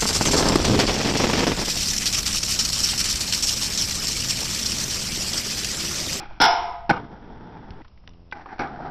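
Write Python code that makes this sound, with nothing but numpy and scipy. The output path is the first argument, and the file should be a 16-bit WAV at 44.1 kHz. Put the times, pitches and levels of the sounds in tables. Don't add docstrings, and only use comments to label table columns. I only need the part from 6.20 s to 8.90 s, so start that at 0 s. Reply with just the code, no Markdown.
import sys
import numpy as np
from scipy import signal
from scipy.fft import rfft, irfft
from scipy.io import wavfile
from scipy.ndimage import uniform_filter1d

SR = 44100
rng = np.random.default_rng(int(sys.argv[2]) if len(sys.argv) > 2 else 0)


def wav_out(sig):
    wavfile.write(sys.argv[1], SR, np.round(np.clip(np.atleast_2d(sig).T, -1, 1) * 32767).astype(np.int16))


N = 119070
T = np.arange(N) / SR
BIN_HZ = np.arange(N // 2 + 1) * SR / N
CUT_S = 1.626
BAND_HZ = 5770


def undb(db):
    return 10 ** (np.asarray(db) / 20)


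def unit(x):
    return x / np.sqrt(np.mean(x ** 2))


def on_log(points, hz):
    point_hz, values = np.array(points, float).T
    return np.interp(np.log(hz + 1e-9), np.log(point_hz), values)


def fader(points):
    time_s, level_db = np.array(points, float).T
    return undb(np.interp(T, time_s, level_db)) * (T >= time_s[0]) * (T <= time_s[-1])


def colour(x, points, tilt_db=0):
    octaves = np.log2(np.clip(BIN_HZ, 100, 6000) / 1000)
    gain = undb(on_log(points, BIN_HZ) + tilt_db * octaves)
    return irfft(rfft(x) * gain * (BIN_HZ < BAND_HZ + 500), N)


def noise(points, tilt_db=0):
    return unit(colour(rng.standard_normal(N), points, tilt_db))


def resonant_noise(hz, skirt_db):
    return noise([(hz / 4, 2 * skirt_db), (hz, 0), (hz * 4, 3 * skirt_db), (hz * 16, 6 * skirt_db)])


def decay(start_s, t60_s, attack_s=0.00047):
    age = np.maximum(T - start_s, 0)
    return (1 - np.exp(-age / attack_s)) * np.exp(-np.log(1000) * age / t60_s)


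def ring(modes, start_s):
    return sum(undb(db) * decay(start_s, t60) * np.sin(2 * np.pi * hz * (T - start_s))
               for hz, db, t60 in modes)


def drift(rate_hz):
    size = int(SR / rate_hz)
    steps = np.repeat(rng.standard_normal(200), size)[:N]
    return unit(uniform_filter1d(np.resize(steps, N), size))


def rail():
    # start_s, level_db
    strikes = [(0.2008, 0.5), (0.206, -3.5), (0.213, 7.5), (0.2187, 2), (0.229, 0.5), (0.238, 4),
               (0.251, 2.5), (.263, -8.5), (0.277, -17), (0.284, -20.5)]
    # pitch_hz, level_db, t60_s
    mode_hz = [498, 688, 699, 719, 781, 875, 906, 945, 992, 1256, 1413, 1488, 1678, 2163, 2971, 3371, 3531,
               4220, 5065, 5162, 5200]
    mode_db = [-22, -5.5, -8, -3, -6, -5.5, 3, -2.5, -8, -11.5, 0, -12, -13, -11, -15.5, -7, -13.5, -14.5,
               -9.5, -7, -7]
    mode_t60_s = [1.1, 1.25, 1.3, 1, .5, .55, .55, .7, .9, 1.0, .43, .41, .51, .5, .6, .24, .37, .38, .38,
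                  .38, .4]
    # frequency_hz, density_db
    shimmer_spectrum = [(120, -47), (350, -18), (600, -26), (760, -7), (920, -5.5), (1150, -19.5),
                        (1480, -15.5), (1800, -24.5), (2130, -18.5), (2600, -24.5), (3400, -21.5),
                        (4600, -28), (5340, -13.5), (5800, -23.5)]
    # centre_hz, t60_s
    shimmer_bands = [(300, .7), (900, 0.89), (2500, 0.69), (5500, 0.49)]
    # frequency_hz, density_db
    clang_spectrum = [(100, -14.5), (330, -15.5), (570, -20), (865, 4), (1120, -22), (1420, 1.5),
                      (1800, -13.5), (2170, -12.5), (2700, -20), (3430, -9), (4700, -16.5), (5280, -7),
                      (5800, -14.5)]

    def envelope(t60_s):
        return np.sqrt(sum((undb(db) * decay(start, t60_s)) ** 2 for start, db in strikes))

    age = T - strikes[0][0]
    waver_db = 2.0
    tube = 0
    for hz, db, t60 in zip(mode_hz, mode_db, mode_t60_s):
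        gain = undb(db + waver_db * drift(rate_hz=21.5))
        tube += gain * envelope(t60) * np.sin(2 * np.pi * hz * age)
    dense_modes = rfft(noise(shimmer_spectrum))
    shimmer = 0
    for centre_hz, t60 in shimmer_bands:
        band_share = on_log([(hz, hz == centre_hz) for hz, _ in shimmer_bands], BIN_HZ)
        shimmer += irfft(dense_modes * band_share, N) * envelope(t60)
    clang = noise(clang_spectrum) * envelope(t60_s=0.098)
    return undb(-29) * tube + undb(-26) * shimmer + undb(-16.5) * clang


def board():
    # start_s, level_db, centre_hz,
    # t60_s
    thumps = [(.202, -19, 340, 0.17), (0.709, -6, 150, 0.035), (1.503, -33, 65, 0.095),
              (2.39, -28, 260, 0.1)]
    # start_s, level_db, tilt_db_per_octave, t60_s, ring_db
    blows = [(.6938, -19, 7, 0.034, 7), (.6985, -8, 1, 0.045, -1.5), (0.7067, -9, -0.9, 0.041, -17),
             (.7125, -10.5, -1, 0.017, -10), (2.3818, -38, 1.5, 0.055, -20),
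             (2.392, -26.5, 8.5, 0.017, -5.5), (2.396, -21, -1, 0.18, -1.5), (2.405, -23, 0, 0.0317, -3),
             (2.416, -23.5, 0, 0.054, -4), (2.433, -28, -1.5, 0.2, -7)]
    # frequency_hz, density_db
    crack_spectrum = [(60, -22.5), (170, -14), (300, 0.5), (620, -14.5), (790, 2.5), (1080, -11.5),
                      (1490, -3), (1950, -15.5), (2230, -9.5), (2700, -24.5), (4000, -26), (5800, -28.5)]
    # pitch_hz, level_db, t60_s
    deck_modes = [(328.4, -2.5, 0.049), (494.4, -18, 0.17), (590.5, -8.5, 0.053), (799, 2, 0.048),
                  (1520, -14, 0.068), (1683, -15, 0.042), (2206, -11.5, 0.058)]
    impacts = sum(undb(db) * resonant_noise(hz, skirt_db=-11.5) * decay(start, t60, attack_s=0.002)
                  for start, db, hz, t60 in thumps)
    for start, db, tilt_db, t60, ring_db in blows:
        crack = noise(crack_spectrum, tilt_db) * decay(start, t60)
        impacts += undb(db) * (crack + undb(ring_db) * ring(deck_modes, start))
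    return impacts


def set_down():
    # pitch_hz, level_db, t60_s
    modes = [(834, -9.5, 0.051), (1528, 1, 0.029), (2014, -6.5, 0.033), (2350, -11, .03)]
    # frequency_hz, density_db
    contact_spectrum = [(200, -14), (900, -2), (1600, -3.5), (2300, -2), (2800, -15), (5800, -17.5)]
    start_s = 2.1236
    contact = noise(contact_spectrum) * decay(start_s, t60_s=0.031)
    return undb(-19.5) * (ring(modes, start_s) + undb(-8.5) * contact)


def clacks():
    # start_s, level_db, centre_hz, skirt_db_per_octave, t60_s
    taps = [(0.1095, -37, 870, -25, 0.032), (.468, -31, 950, -31.5, 0.19), (1.505, -38, 2920, -6, 0.018),
            (1.616, -45, 1994, -13, .03), (1.646, -46.5, 1200, -7.5, 0.058), (1.679, -53, 4500, -2, .03),
            (1.775, -53, 2180, -6, 0.026), (1.837, -51.5, 894, -9.5, 0.037),
            (1.8752, -28, 2600, -12, 0.0087), (1.875, -45.5, 856, -10, 0.064), (1.891, -39, 5200, 0, 0.01),
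            (1.934, -51, 3000, -12, 0.015), (2.113, -41, 2990, -11, 0.025),
            (2.2584, -26.5, 820, -12, 0.041), (2.2883, -42, 1820, -24, 0.17), (2.472, -41, 4480, -5, .012),
            (2.601, -28.5, 780, -22, .03)]
    return sum(undb(db) * resonant_noise(hz, skirt_db) * decay(start, t60)
               for start, db, hz, skirt_db, t60 in taps)


def wheels(levels, spectrum, flutter_db):
    grains_per_s, spread_db = 12000, 2.0
    grit = (rng.random(N) < grains_per_s / SR) * rng.standard_normal(N)
    grit *= undb(spread_db * np.minimum(rng.exponential(size=N), 5))
    flutter = undb(flutter_db * drift(rate_hz=50))
    return unit(colour(grit, spectrum)) * fader(levels) * flutter


def ride_away():
    # time_s, level_db
    grind_levels = [(0, -34.5), (.03, -41), (.06, -44.5), (.11, -47.5), (.2, -54.5)]
    roll_levels = [(.7, -62), (.74, -30.5), (.86, -41.5), (1.05, -44), (1.35, -42.5), (1.62, -43.5)]
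    # frequency_hz, density_db
    grind_spectrum = [(88, -32), (150, -16), (281, -14.5), (332, -1.5), (450, -19), (620, -15), (810, 1.5),
                      (1050, -14.5), (1520, -6.5), (1820, -20), (2400, -12), (2900, -24), (3400, -18.5),
                      (3750, -27), (5800, -29.5)]
    roll_spectrum = [(47, -47.5), (80, -3), (203, 0), (439, -6.5), (595, -14), (687, -10.5), (883, -4.5),
                     (1080, -17.5), (1430, -14), (2880, -35), (3390, -27), (4130, -38.5), (5800, -38)]
    grind = wheels(grind_levels, grind_spectrum, flutter_db=2.0)
    roll = wheels(roll_levels, roll_spectrum, flutter_db=1.22)
    return (grind + roll) * (T < CUT_S)


def ride_closer():
    # time_s, level_db
    light_levels = [(2.124, -40), (2.14, -39.5), (2.2, -45), (2.245, -46.5), (2.275, -41), (2.33, -40),
                    (2.39, -50.5)]
    loaded_levels = [(2.39, -40), (2.42, -37.5), (2.48, -35), (2.55, -38), (2.62, -36.5), (2.66, -33.5),
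                     (2.7, -37)]
    # frequency_hz, density_db
    light_spectrum = [(100, -20), (220, -9), (350, 1), (520, -16), (800, 5.5), (1150, -13.5), (1500, -6.5),
                      (2100, -15.5), (3000, -27.5), (5800, -29)]
    loaded_spectrum = [(59, -36.5), (100, -8), (145, -4.5), (230, -5), (312, -6.5), (566, -15.5), (755, 1),
                       (1080, -16.5), (1460, -11), (2440, -32.5), (5800, -40)]
    light = wheels(light_levels, light_spectrum, flutter_db=2.0)
    loaded = wheels(loaded_levels, loaded_spectrum, flutter_db=1.23)
    return light + loaded


def yard(knocks):
    # delay_s, level_db, t60_s
    reflections = [(0.028, -13, 0.056), (.064, -15.5, 0.025), (0.0046, -20.5, 0.44)]
    # frequency_hz, gain_db
    yard_response = [(100, -20), (330, -15.5), (500, -4.5), (790, -9), (1130, 13), (1500, -2.5), (2200, -8),
                     (2800, 4), (4200, -5), (5800, -4)]
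    impulse_response = 0
    for delay, db, t60 in reflections:
        scatter = rng.standard_normal(N) * decay(delay, t60)
        impulse_response += undb(db) * scatter / np.sqrt(np.sum(scatter ** 2))
    return colour(signal.fftconvolve(knocks, impulse_response)[:N], yard_response)


def lens_motor():
    # time_s, level_db
    levels = [(1.8, -68), (1.89, -51), (2.1, -52.5), (2.35, -63), (2.45, -67)]
    # frequency_hz, gain_db
    case_response = [(85, 2.5), (250, -5), (500, -14), (800, -19.5), (2000, -51)]
    ticks_per_s = 85.2
    ticks = np.diff(np.floor(ticks_per_s * T), prepend=0)
    return unit(colour(ticks - ticks.mean(), case_response)) * fader(levels)


def background():
    # time_s, gain_db
    gusts = [(0, 5), (.4, 5.5), (1, 2.5), (1.55, 2.5), (2.1, -1), (2.7, 2)]
    # frequency_hz, density_db
    wind_spectrum = [(8, -0.5), (28, -8), (55, -8.5), (100, -17.5), (200, -23.5), (500, -52.5)]
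    air_spectrum = [(88, -30.5), (150, -2.5), (458, -5), (940, -6.5), (1810, -19), (2830, -17), (4210, -27),
                    (5290, -15), (5800, -31)]
    hum_hz = 60.3
    wind = undb(-47) * fader(gusts) * noise(wind_spectrum)
    air = undb(-63.5) * noise(air_spectrum)
    hum = undb(-56) * np.sin(2 * np.pi * hum_hz * T)
    return wind + air + hum


def scene():
    knocks = board() + set_down() + clacks()
    echoes = yard(knocks * np.where(T < CUT_S, 1, undb(-6.5)))
    rolling = ride_away() + ride_closer()
    return (rail() + knocks + echoes + rolling + lens_motor() + background())[None]


def record(dry):
    clip_level, top_hz = 0.505, 15800
    band_limit = signal.cheby1(14, 0.3, BAND_HZ, fs=SR, output="sos")
    top_limit = signal.ellip(8, 0.2, 70, top_hz, fs=SR, output="sos")
    overloaded = np.clip(dry, -clip_level, clip_level)
    narrow = signal.sosfilt(band_limit, overloaded)
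    clipped = np.clip(narrow, -clip_level, clip_level)
    return signal.sosfilt(top_limit, clipped)


dry = scene()
out = record(dry)
wav_out(out)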